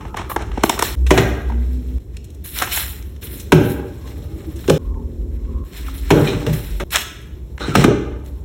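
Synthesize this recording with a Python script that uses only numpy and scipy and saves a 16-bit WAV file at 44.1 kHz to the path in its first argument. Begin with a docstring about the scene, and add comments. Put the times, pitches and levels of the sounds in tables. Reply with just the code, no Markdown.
"""Pops, crinkles, knocks and scrapes sound over a low drone of traffic and engines beyond the walls.
Bags and plastic bowls are patted, slid and set down on the glass shelves of an open fridge in a
hard-walled kitchen. Air trapped in the bags pops, their creases snap, and the bowls ring and shake the
shelves. Eight moments follow one another; each stops short and the next fades in.
A phone close to the door hears it all and clips the hardest knocks."""
import sys
import numpy as np
from scipy import signal
from scipy.fft import rfft, irfft
from scipy.io import wavfile
from scipy.ndimage import uniform_filter1d, map_coordinates

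SR = 44100
rng = np.random.default_rng(int(sys.argv[2]) if len(sys.argv) > 2 else 0)


def int16_out(signal):
    """Quantize to a 16-bit WAV file."""
    q = np.round(np.clip(np.atleast_2d(signal).T, -1, 1) * 32767)
    wavfile.write(sys.argv[1], SR, q.astype(np.int16))


N = 372204

# where one moment stops and the next begins (time [s])
CUTS = [0.953, 1.984, 3.204, 4.779, 5.641, 6.837, 7.585]
# each moment's background (boom centre [Hz], boom half width [Hz], murmur [dB], cloth and film hiss [dB])
BACKGROUNDS = [(58.7, 14.7, -36, -57), (61.5, 12, -35.5, -53), (65, 17, -41.5, -58), (69.8, 18, -37, -49.5),
               (54, 13.3, -40, -59), (52.4, 9, -39.5, -48), (61, 16.4, -41, -57.5),
               (60.5, 14.4, -42, -60.5)]
# the notes, or modes, at which each thing rings (pitch [Hz], level [dB], time to fade by 60 dB [s])
CABINET_MODES = [(117.6, -9, 0.75), (145, -4, 0.16), (166.6, -10, 0.031)]
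SHELF_MODES = [(234, -3, 0.17), (281, -6.5, 0.13), (300, -1, 0.13), (337.2, -6.5, 0.19), (378, -2.5, 0.18),
               (400, -5, 0.14), (440, -4.5, 0.1), (479.4, -3, 0.078), (571.4, -8.5, 0.3), (676, -20, 0.079),
               (784, -8, 0.031), (838, -10, 0.16)]
BOWL_MODES = [(867, 9, .03), (980, 8.5, 0.027), (1235, 12.5, .02), (1450, 7, 0.016), (1567, 8.5, 0.029),
              (1840, 7, .016), (2080, 7.5, .02), (2553, 3.5, .018), (3000, 0, .014), (3696, 2.5, 0.017),
              (4070, 2.5, .016)]
MODE_COUNT = len(CABINET_MODES + SHELF_MODES + BOWL_MODES)


def gain(db):
    """Turns decibels into a number to multiply by."""
    return np.exp(np.asarray(db) * (np.log(10) / 20))


def unit_rms(x):
    """Scales a sound to an average strength (rms) of 1."""
    return x / np.sqrt(np.mean(x ** 2))


def unit_peak(x):
    """Scales a sound so that its biggest swing is 1."""
    return x / np.max(np.abs(x))


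def band(x, low_hz, high_hz):
    """Keeps mostly what lies between two frequencies, by filtering twice."""
    high_hz = min(high_hz, .45 * SR)
    centre_hz = np.sqrt(low_hz * high_hz)
    b, a = signal.iirpeak(centre_hz, centre_hz / (high_hz - low_hz), SR)
    return signal.lfilter(b, a, signal.lfilter(b, a, x))


def wander(per_s):
    """Glides to a new random value per_s times a second; rms 1."""
    step = int(SR / per_s)
    return unit_rms(uniform_filter1d(np.repeat(rng.standard_normal(N // step + 1), step), step)[:N])


def crackle(per_s, spread_db):
    """Random clicks of very unequal size; rms 1."""
    out, count = np.zeros(N), int(per_s * N / SR)
    sizes = rng.standard_normal(count) * gain(spread_db * rng.exponential(size=count))
    out[rng.integers(N, size=count)] = sizes
    return unit_rms(out)


def hump(t, swell_ms):
    """Swells to 1, then dies away."""
    age = t * 1000 / max(swell_ms, .3)
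    return age * np.exp(1 - age)


def moment_index():
    """Tells which moment is playing at each sample."""
    return np.searchsorted(CUTS, np.arange(N) / SR)


def add(out, start_s, x):
    """Mixes x into out, stopping where its moment ends."""
    first = int(start_s * SR)
    end = min([int(cut * SR) for cut in CUTS if cut > start_s] + [N, first + len(x)])
    out[first:end] += x[:end - first]


def gesture(start_s, rise_s, hold_s, fall_db_per_s):
    """The loudness of one movement: it swells to 1, holds, then fades."""
    out, t = np.zeros(N), np.arange(SR) / SR
    swell = np.minimum(t / rise_s, 1) ** 0.88
    add(out, start_s, swell * gain(-fall_db_per_s * np.maximum(t - rise_s - hold_s, 0)))
    return out


def tone(times, hz, db, harmonics=((1, 0),), waver=0):
    """A note that follows pitch and level curves; waver makes both unsteady."""
    out, t = np.zeros(N), np.arange(times[0], times[-1], 1 / SR)
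    bend, flutter = (waver * wander(per_s=14.4)[:len(t)] for _ in range(2))
    phase = 2 * np.pi * np.cumsum(np.interp(t, times, hz) * (1 + 0.0061 * bend)) / SR
    wave = sum(gain(harmonic_db) * np.sin(k * phase + k * k) for k, harmonic_db in harmonics)
    fade = np.minimum(np.minimum(t - times[0], times[-1] - t) / 0.02, 1)
    add(out, times[0], np.sqrt(2) * wave * gain(np.interp(t, times, db) + 4.5 * flutter) * fade)
    return out


def ring(modes, blow, chance, spread_db):
    """A blow sets the modes ringing; chance nudges the level and pitch of each. Peak 1."""
    out = 0
    for (hz, db, fade_s), (louder, sharper) in zip(modes, chance):
        decay = np.exp(-np.log(1000) / (fade_s * SR))
        angle = 2 * np.pi * hz * (1 + 0.0274 * sharper) / SR
        note = np.sin(angle) * signal.lfilter([1], [1, -2 * decay * np.cos(angle), decay ** 2], blow)
        out = out + gain(db + spread_db * louder) * note
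    return unit_peak(out)


def favour(modes, best_hz, db_per_octave):
    """Where a thing is struck decides its loudest modes: those far from best_hz are turned down."""
    return [(hz, db - db_per_octave * abs(np.log2(hz / best_hz)), fade_s) for hz, db, fade_s in modes]


def traffic():
    """Traffic through the walls: a deep boom, pitched anew each moment, over a murmur and faint hiss."""
    # loudness of the boom (time [s], level [dB])
    boom_levels = [(0, -35.5), (.14, -23), (.32, -33), (.47, -19.5), (.7, -33.5), (.94, -25), (1.0, -26),
                   (1.96, -29.5), (2.05, -29), (2.6, -33.5), (2.9, -28.5), (3.2, -31.5), (4.75, -27.5),
                   (4.85, -25.5), (5.62, -24.5), (5.7, -34), (5.9, -25), (6.6, -28), (6.72, -18.5),
                   (6.88, -31), (7.15, -39.5), (7.35, -28.5), (8.44, -27)]
    # tone colour of the murmur (frequency [Hz], relative level [dB])
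    murmur_colour = [(59, -34.5), (100, -5), (266, -13), (365, -10.5), (752, -34.5), (1500, -46),
                     (4110, -56), (5300, -45), (6300, -49.5), (7600, -47), (9000, -67), (11000, -48),
                     (13000, -53.5), (16000, -59)]
    now, noise = moment_index(), rng.standard_normal(N)
    boom = sum((now == k) * unit_rms(band(noise, hz - half_hz, hz + half_hz))
               for k, (hz, half_hz, _, _) in enumerate(BACKGROUNDS))
    boom *= gain(np.interp(np.arange(N) / SR, *np.transpose(boom_levels)))
    freqs = np.maximum(np.fft.rfftfreq(N, 1 / SR), 1)
    colour_hz, colour_db = np.transpose(murmur_colour)
    colour = gain(np.interp(np.log(freqs), np.log(colour_hz), colour_db, left=-60))
    murmur = unit_rms(irfft(rfft(rng.standard_normal(N)) * colour, N))
    return boom + murmur * gain(np.array(BACKGROUNDS)[now, 2] + 0.5 * wander(4.1))


def patchy_murmur():
    """A faint murmur near 1 kHz: narrow bands of noise each swell and sink on their own."""
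    # its bands (centre [Hz], half width [Hz], relative level [dB])
    bands = [(885, 52, 3.5), (1060, 68, 1.5), (1270, 80, -7), (1450, 90, -8.5)]
    # its loudness (time [s], level [dB])
    levels = [(0, -43), (2, -72.5), (4.1, -55), (4.3, -69), (4.4, -55), (4.55, -60), (4.85, -54.5),
              (4.97, -53), (5.15, -69.5), (5.301, -64), (5.45, -58), (5.62, -58), (5.7, -65), (6.1, -59),
              (8.44, -64)]
    murmur = sum(gain(db + 7 * wander(5.3))
                 * unit_rms(band(rng.standard_normal(N), hz - half_hz, hz + half_hz))
                 for hz, half_hz, db in bands)
    return unit_rms(murmur) * gain(np.interp(np.arange(N) / SR, *np.transpose(levels)))


def crinkle():
    """Crinkling film: the loudness flares at random and sinks back within milliseconds."""
    creases = np.abs(crackle(per_s=55, spread_db=2.4))
    flares = signal.fftconvolve(creases, hump(np.arange(SR // 20) / SR, swell_ms=3.4))[:N]
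    return 1 + gain(-4.5) * unit_rms(flares) / 2


def bag_rustle():
    """Plastic film is squeezed and slid: tiny creases pop over a hiss, each band crinkling on its own."""
    # squeezes (start [s], rise [s], hold [s], level [dB], tilt towards treble [dB/octave], fall [dB/s])
    squeezes = [(0, 0.012, 0.048, -52.5, -13.5, 200), (0.157, 0.011, 0.019, -39, -13, 194),
                (0.292, 0.0088, 0.011, -38.5, 7, 300), (0.359, 0.018, 0.034, -43, -11, 144),
                (.5, 0.078, 0.14, -44, -9.5, 98), (0.63, 0.008, 0.02, -28.5, 3.5, 127),
                (0.697, 0.008, 0.03, -29.5, 1.5, 110), (0.785, 0.006, 0.011, -23, 1.5, 200),
                (0.817, 0.0046, 0.024, -25.5, 2.5, 98), (1.074, 0.063, 0.076, -27.5, 2, 153),
                (2.438, 0.0086, 0.012, -36, 6.5, 88), (2.527, 0.05, 0.047, -26.5, 4.5, 161),
                (2.642, 0.025, 0.065, -28, 3.5, 99), (2.715, 0.014, 0.055, -19.5, 4.5, 128),
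                (3.211, 0.0092, 0.17, -39, 3.5, 192), (3.232, .005, .01, -42.5, 10, 198),
                (3.307, .02, 0.037, -47, 9, 198), (3.527, .01, .02, -40, 5, 149),
                (3.623, 0.029, 0.068, -38.5, 5.5, 250), (4.044, 0.016, 0.018, -46.5, 1, 101),
                (4.57, 0.024, 0.14, -41.5, 2, 92), (4.681, 0.006, 0.025, -30, 1, 124),
                (5.692, 0.073, 0.34, -39, 0.5, 21), (5.761, 0.0084, .03, -41, 4, 120),
                (5.936, .005, .03, -52, 10.5, 118), (6.077, 0.019, 0.18, -35.5, 2.5, 99),
                (6.224, 0.034, 0.052, -33, -4, 50), (6.46, 0.011, 0.044, -35, 0, 53),
                (6.526, 0.0035, 0.01, -42.5, 8.5, 126), (6.622, .02, .03, -39, 3.5, 100),
                (6.664, 0.0045, 0.013, -41, 2, 157), (6.91, 0.02, 0.011, -20, 3, 147),
                (7.586, 0.006, 0.16, -36.5, -3.5, 93), (7.735, 0.026, 0.05, -22.5, -2, 238),
                (8.238, 0.015, 0.015, -51, 3.5, 116)]
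    # bands of the rustle (centre [octaves above middle_hz], half width [octaves], relative level [dB])
    bands = [(-1.5, 0.98, -2.5), (-0.5, 0.73, 3.5), (0.23, 0.76, 1), (0.56, .5, -2), (1.3, 0.25, -5),
             (2.2, 0.3, -7.5), (2, 0.3, -8), (2.35, 0.27, -10)]
    middle_hz, hiss_db_per_octave = 2800, 2
    power = np.array([gesture(start, rise, hold, fall) ** 2 for start, rise, hold, _, _, fall in squeezes])
    squeeze_db, tilt = np.array(squeezes)[:, 3:5].T
    hiss_db = np.array(BACKGROUNDS)[moment_index(), 3]
    film = (0.49 * crackle(1400, 2.1) + rng.standard_normal(N)) * gain(1.7 * wander(30))
    out = np.zeros(N)
    for octave, half, band_db in bands:
        squeeze_power = gain(squeeze_db + octave * tilt) ** 2 @ power  # adds up all the squeezes
        hiss_power = gain(hiss_db + octave * hiss_db_per_octave) ** 2
        level = np.sqrt(squeeze_power + hiss_power) * gain(band_db + 1.2 * wander(35))
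        part = band(film, middle_hz * 2. ** (octave - half), middle_hz * 2. ** (octave + half))
        out += level * unit_rms(crinkle() * part)
    return out / np.sqrt(len(bands))


def bag_pats():
    """Trapped air pops, its pitch dropping as the bag flattens; the film snaps and the contents thud."""
    # pats on the bags (time [s], pop [dB], pitch at the peak [Hz], snap [dB], thud [dB], swell [ms],
    # pitch lost [share per ms])
    pats = [(0.051, -23.5, 890, -53, -27, 3.7, .045), (0.143, -18, 920, -45, -27, 3.6, 0.062),
            (0.169, -17.5, 1080, -27, -25.5, 5.4, 0.03), (0.193, -21, 930, -42, -22, 4.1, 0.042),
            (0.214, -21.5, 960, -43, -42, 3.8, 0.049), (0.297, -18.5, 1110, -48, -33, 6, 0.024),
            (0.314, -12.5, 1157, -47, -40, 4.5, 0.024), (0.362, -4.5, 940, -24.5, -18, 3.5, 0.044),
            (0.42, -24, 880, -35.5, -46, 4.8, 0.068), (0.575, -14, 807, -45, -11.5, 4.1, 0.08),
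            (0.636, -0.5, 990, -9.5, -0.5, 3.2, 0.1), (0.695, -3.5, 997, -7.5, -12.5, 3.84, 0.017),
            (0.778, -17, 1110, -41, -42, 2.8, .03), (0.792, -9.5, 1164, -10.5, -15.5, 3.66, 0.12),
            (0.824, -2, 980, -8, -35, 3.3, 0.03), (1.498, -22, 940, -69, -49, 4.3, 0.041),
            (1.52, -23.5, 930, -68.5, -42, 3.5, 0.035), (2.622, -4, 1270, -13, -20, 2.63, 0.091),
            (5.882, -24, 1285, -55, -56, 4.4, .045)]
    thud_hz, thud_lag_s = 308, .00538  # the contents take the blow just after the pop
    out, t = np.zeros(N), np.arange(int(.08 * SR)) / SR
    thud_t = np.maximum(t - thud_lag_s, 0)
    thud = unit_peak(np.sin(2 * np.pi * thud_hz * thud_t) * hump(thud_t, swell_ms=1.5) ** 2)
    for start, pop_db, hz, snap_db, thud_db, swell_ms, drop in pats:
        air_noise, film_noise = rng.standard_normal((2, len(t)))
        pitch = np.maximum(hz * (1 - drop) ** (t * 1000 - swell_ms), 280)
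        puff = .5 * unit_rms(band(air_noise, hz * .25, hz * 1.8))
        pop = unit_peak((np.sin(2 * np.pi * np.cumsum(pitch) / SR) + puff) * hump(t, swell_ms) ** 2)
        snap = 1.13 * band(film_noise, 1400, 10500) * hump(t, 0.5 * swell_ms)
        add(out, start - .001, gain(pop_db) * pop + gain(snap_db) * snap + gain(thud_db) * thud)
    return out


def plastic_ticks():
    """Creases snap and plastic edges rattle, each a very short burst of noise."""
    # single ticks (time [s], level [dB], rough pitch [Hz], swell [ms])
    ticks = [(0.517, -24, 1480, 1.8), (0.664, -29, 1100, 2.6), (0.728, -17, 1100, 1.3),
             (0.811, -16, 1100, 4.2), (1.065, -19, 2930, 4.7), (2.169, -26, 4360, 1.7),
             (2.2423, -34.5, 8000, 4.2), (2.3037, -36.5, 6160, 1.7), (2.346, -39, 8450, 2.7),
             (2.4587, -30, 6000, 2.1), (2.5656, -30, 2000, 1.8), (2.5768, -18.5, 1700, 0.46),
             (2.589, -7.5, 3500, 0.46), (2.596, -20, 1510, 5), (2.615, -10, 1500, 8.2),
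             (2.636, -17.5, 2500, 3.3), (2.7248, -19, 4000, 1.9), (2.738, -25, 1600, 1),
             (2.796, -15.5, 2820, 4.1), (2.6724, -18.5, 1430, 3.8), (2.775, -12.5, 1640, 1.6),
             (3.026, -28.5, 4080, 1.2), (3.1622, -40, 3200, 3.2), (3.225, -28, 3000, 4.5),
             (3.398, -24.5, 6750, 5.1), (4.0745, -33, 3550, 2.3), (4.558, -32, 6700, 6.9),
             (4.641, -30, 1530, 2.7), (4.6789, -18, 3000, 1.9), (4.6976, -5.5, 4530, 2.7),
             (4.9426, -46, 1100, 2.2), (5.449, -46, 1450, 4.2), (5.95, -44, 2060, 3.3),
             (6.2742, -23, 3300, 9), (6.53, -24, 4130, 6.4), (6.906, -23, 4970, 2.1), (6.921, -31, 3000, 2),
             (6.931, -18, 2500, 1.2), (6.9333, -13, 2500, 0.94), (6.936, -11, 2500, 11),
             (6.95, -9, 1200, 6.9), (6.946, -13.5, 1430, 1.4), (6.949, -11, 2180, 1.2),
             (6.9545, -15, 2500, 0.36), (6.9586, 1, 3960, 1.5), (6.968, -19, 1980, 1.3),
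             (6.9695, -6, 3430, 0.77), (7.579, -24.5, 1540, 2.3), (8.261, -37, 5090, 2.2)]
    out, t = np.zeros(N), np.arange(int(.08 * SR)) / SR
    for start, db, hz, swell_ms in ticks:
        click = band(rng.standard_normal(len(t)), hz * 0.35, hz * 1.84) * hump(t, swell_ms)
        add(out, start - .001, gain(db) * unit_peak(click))
    return out


def exhaust():
    """A nearby engine's exhaust hums one deep note; its level rises and dips."""
    # the path of the note (time [s], pitch [Hz], level [dB])
    note = [(0.958, 63, -6), (.988, 62.4, -14.5), (1.085, 63.7, -11.5), (1.13, 60.7, -14),
            (1.22, 61.5, -22), (1.342, 62.4, -21), (1.386, 61, -32), (1.42, 60.6, -35), (1.47, 61, -20),
            (1.621, 61.5, -16.5), (1.75, 63.4, -18), (1.818, 61, -28.5), (1.89, 61, -19.5),
            (1.92, 60.8, -34), (1.96, 60.4, -15), (1.989, 57.7, -30)]
    return tone(*np.transpose(note))


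def bowl_knocks():
    """A bowl settles in a burst of tiny contacts that shake shelf and cabinet; its plastic clacks."""
    # bowls and trays set down (time [s], clack [dB], shelf [dB], cabinet [dB], settling [ms],
    # favoured shelf pitch [Hz], favoured bowl pitch [Hz], rough clack length [ms],
    # favoured cabinet pitch [Hz])
    knocks = [(1.106, 0.5, -2, -18, 8.1, 450, 2080, 3.14, 116),
              (1.175, -2, -12.5, -10.5, 14, 430, 1700, 4, 129),
              (1.213, -36, -16.5, -30, 6, 242, 1500, 3, 120), (3.52, 1, 0, -8.5, 8.3, 317, 1860, 2.9, 146),
              (4.678, -20, -10.5, -12, 25, 397, 1200, 4.6, 150),
              (4.696, -11.5, -3, -14, 6.1, 458, 2620, 2.7, 150),
              (6.104, -1, -3.5, -8, 28, 368, 940, 3.4, 139),
              (6.188, -28, -14.5, -11.5, 17, 353, 1400, 3.9, 148),
              (6.327, -23, -22, -15.5, 7.7, 330, 1500, 5, 146),
              (6.465, -12.5, -15.5, -13.5, 5.5, 330, 1965, 1.44, 149),
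              (6.798, -16, -23, -28, 100, 494, 1500, 4.8, 147),
              (7.676, -39, -14.5, -16, 4.4, 290, 1400, 3, 126), (7.72, -30, -31, -27, 5, 310, 1300, 3, 130),
              (7.752, 1.5, -8, -7.5, 11, 300, 1270, 2.2, 147),
              (7.811, -23.5, -22, -38, 7.1, 390, 1700, 5.1, 147),
              (7.84, -0.5, -0.5, -17.5, 6.3, 356, 1620, 2.46, 127),
              (7.874, -35, -6.5, -36, 7.2, 395, 1500, 3, 147),
              (7.896, -38.5, -12, -39, 4.9, 360, 1500, 3, 147)]
    boom_lag_s, boom_boost_db = .007, 8  # the shelf answers after the rim has touched
    out, t = np.zeros(N), np.arange(int(.4 * SR)) / SR
    short = t[:len(t) // 4]
    fade = np.cos(np.pi / 2 * t / t[-1])
    for start, clack_db, shelf_db, cabinet_db, settle_ms, shelf_hz, bowl_hz, clack_ms, cabinet_hz in knocks:
        chance = rng.standard_normal((MODE_COUNT, 2))
        base_noise, rim_noise = rng.standard_normal((2, len(t)))
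        push = base_noise * hump(t, swell_ms=12.6)  # the cabinet takes up the blow slowly
        cabinet = ring(favour(CABINET_MODES, cabinet_hz, 28), push, chance, 0.73)
        settle = base_noise * (np.exp(-t * 1000 / settle_ms) + 1e-9) + 0.82 * hump(t, 0.3)
        shelf = ring(favour(SHELF_MODES, shelf_hz, 16.5), settle, chance[len(CABINET_MODES):], 2.4)
        boom = band(gain(cabinet_db) * cabinet + gain(shelf_db) * shelf, 110, 5000)
        add(out, start + boom_lag_s, gain(boom_boost_db) * boom * fade)
        tap = rim_noise[:len(short)] * hump(short, 0.78 * clack_ms)
        clack = ring(favour(BOWL_MODES, bowl_hz, 8.6), tap, chance[-len(BOWL_MODES):], 2.5)
        rattle = band(rim_noise[-len(short):], 800, 4600) * hump(short, 1.49 * clack_ms)
        bright_edge = band(base_noise[-len(short):], 5600, 23000) * hump(short, swell_ms=1)
        add(out, start, gain(clack_db) * (0.83 * clack + 0.67 * rattle + gain(-18.5) * bright_edge))
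    return out


def bowl_drags():
    """A bowl sticks and slips along the glass; the tiny clicks ring both shelf and bowl."""
    # drags (start [s], rise [s], hold [s], shelf [dB], bowl [dB], fall [dB/s], scrape centre [Hz],
    # scrape half width [octaves])
    drags = [(1.127, 0.016, 0.03, -39, -22.5, 77, 710, 0.23),
             (1.154, 0.014, 0.01, -19, -23.5, 69, 1660, 0.63),
             (3.546, 0.015, 0.038, -17, -34, 69, 1620, 0.2),
             (3.7, 0.078, 0.015, -35, -59.5, 152.5, 1520, .44),
             (4.04, 0.027, 0.39, -44, -61, 43.5, 1290, 0.21),
             (6.146, 0.013, 0.016, -13, -29, 71, 1450, 0.28),
             (6.265, 0.0086, 0.0062, -27, -22, 248, 3270, 0.5),
             (6.413, 0.016, 0.016, -29.5, -52, 81, 1580, 0.54),
             (7.594, 0.021, 0.041, -29, -30, 203, 1410, 0.16),
             (7.599, 0.0095, 0.02, -46, -31, 115, 4000, 0.47),
             (7.712, 0.01, 0.043, -44, -31.5, 296, 1360, 0.051),
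             (7.773, 0.0072, 0.031, -17, -46, 54.5, 1500, 0.54)]
    chance = rng.standard_normal((MODE_COUNT, 2))
    shelf = unit_rms(ring(CABINET_MODES + SHELF_MODES, crackle(1200, 1.5), chance, 1.5))
    rasp = crackle(per_s=4000, spread_db=1.2)
    bowl = unit_rms(ring(BOWL_MODES, rasp, chance[-len(BOWL_MODES):], 2.2)) + gain(-6.5) * rasp
    out = np.zeros(N)
    for start, rise, hold, shelf_db, bowl_db, fall, hz, half in drags:
        scrape = unit_rms(band(bowl, hz / 2 ** half, hz * 2 ** half))
        out += gesture(start, rise, hold, fall) * (gain(shelf_db) * shelf + gain(bowl_db) * scrape)
    return out


def whine():
    """A wavering tone comes and goes."""
    # its notes (start [s], end [s], first pitch [Hz], last pitch [Hz], level [dB])
    notes = [(1.503, 1.652, 230.5, 239.5, -32), (1.682, 1.835, 249, 249, -34.5),
             (1.842, 1.981, 243.6, 260, -35), (4.286, 4.405, 316, 330, -37.5),
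             (4.46, 4.514, 320, 320, -29.5), (4.543, 4.605, 341, 332, -36.5),
             (5.794, 6.12, 260.6, 282, -40.5)]
    return sum(tone((start, end), (first_hz, last_hz), (db, db), waver=0.55)
               for start, end, first_hz, last_hz, db in notes)


def idling_engine():
    """An engine idles through the fifth moment, humming at multiples of its slowing firing rate."""
    # parts of the hum (multiple of the firing rate, relative level [dB])
    harmonics = [(2, 13.5), (4, 0), (6, 4.5), (7, 0.5), (8, -9), (9, -1.5), (10, -4.5), (11, -4),
                 (13, -11.5), (14, -10)]
    return tone(CUTS[3:5], hz=(39.8, 37.4), db=(-45, -45), harmonics=harmonics, waver=0.6)


def kitchen_echo():
    """The hard walls answer a click with a tail of noise that dies away band by band."""
    # the echo (frequency [Hz], time to fade by 60 dB [s], relative level [dB])
    bands = [(100, 0.71, -2.5), (260, 0.7, 5.5), (704, 0.54, 1.5), (1840, 0.89, 0), (4850, 0.71, 3),
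             (12800, 0.089, 3.5)]
    band_hz, band_fade_s, band_db = np.transpose(bands)
    echo_db, onset_s, late_fade_s = -9.5, 0.00098, 0.66
    tail, t = np.zeros(SR), np.arange(SR) / SR
    for hz in 90 * 2. ** np.arange(8):
        fade_s = np.interp(np.log(hz), np.log(band_hz), band_fade_s)
        db = np.interp(np.log(hz), np.log(band_hz), band_db)
        noise = band(rng.standard_normal(SR), hz / np.sqrt(2), hz * np.sqrt(2))
        tail += noise * gain(db - 60 * t / fade_s)
    tail *= np.minimum(t / onset_s, 1) * np.exp(-(t / late_fade_s) ** 3)  # late echoes die faster still
    return gain(echo_db) * tail / np.sqrt(np.sum(tail ** 2))


def scene():
    """Mixes the sounds; each moment carries only its own echoes, heard from a slightly new place."""
    drift_s, fade_in_s = .00025, 0.017
    pats, ticks, knocks = bag_pats(), plastic_ticks(), bowl_knocks()
    direct = pats + ticks + knocks + bag_rustle() + bowl_drags()
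    direct += traffic() + idling_engine() + exhaust() + whine() + patchy_murmur()
    # soft bags and things close to the phone stir the kitchen less
    to_walls = gain(-3.5) * pats + gain(-1) * ticks + knocks
    # arm and door move, so the echo paths keep changing length
    drift = uniform_filter1d(wander(per_s=30), SR // 100) * drift_s * SR
    out, edges = np.zeros(N), [0] + [int(cut * SR) for cut in CUTS] + [N]
    for first, end in zip(edges, edges[1:]):
        samples = np.arange(end - first)
        echo = signal.fftconvolve(to_walls[first:end], kitchen_echo())[:end - first]
        echo = map_coordinates(echo, [samples + drift[first:end]], mode="nearest")
        fade_in = np.minimum(samples / SR / fade_in_s, 1) ** 0.62 if first else 1
        out[first:end] = (direct[first:end] + echo) * fade_in
    return out[None]


def record(dry):
    """The sound is slightly hollow near 5 kHz and lacks the deepest bass and top treble; peaks clip."""
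    dip_hz, bottom_hz, top_hz = 4700, 38, 16000
    dip = signal.iirnotch(dip_hz, 8, SR)
    x = signal.lfilter(*dip, signal.lfilter(*dip, dry))
    x = signal.sosfilt(signal.butter(3, bottom_hz, "high", fs=SR, output="sos"), x)
    return signal.sosfilt(signal.ellip(10, .2, 70, top_hz, fs=SR, output="sos"), np.clip(x, -.97, .97))


dry = scene()
out = record(dry)
int16_out(out)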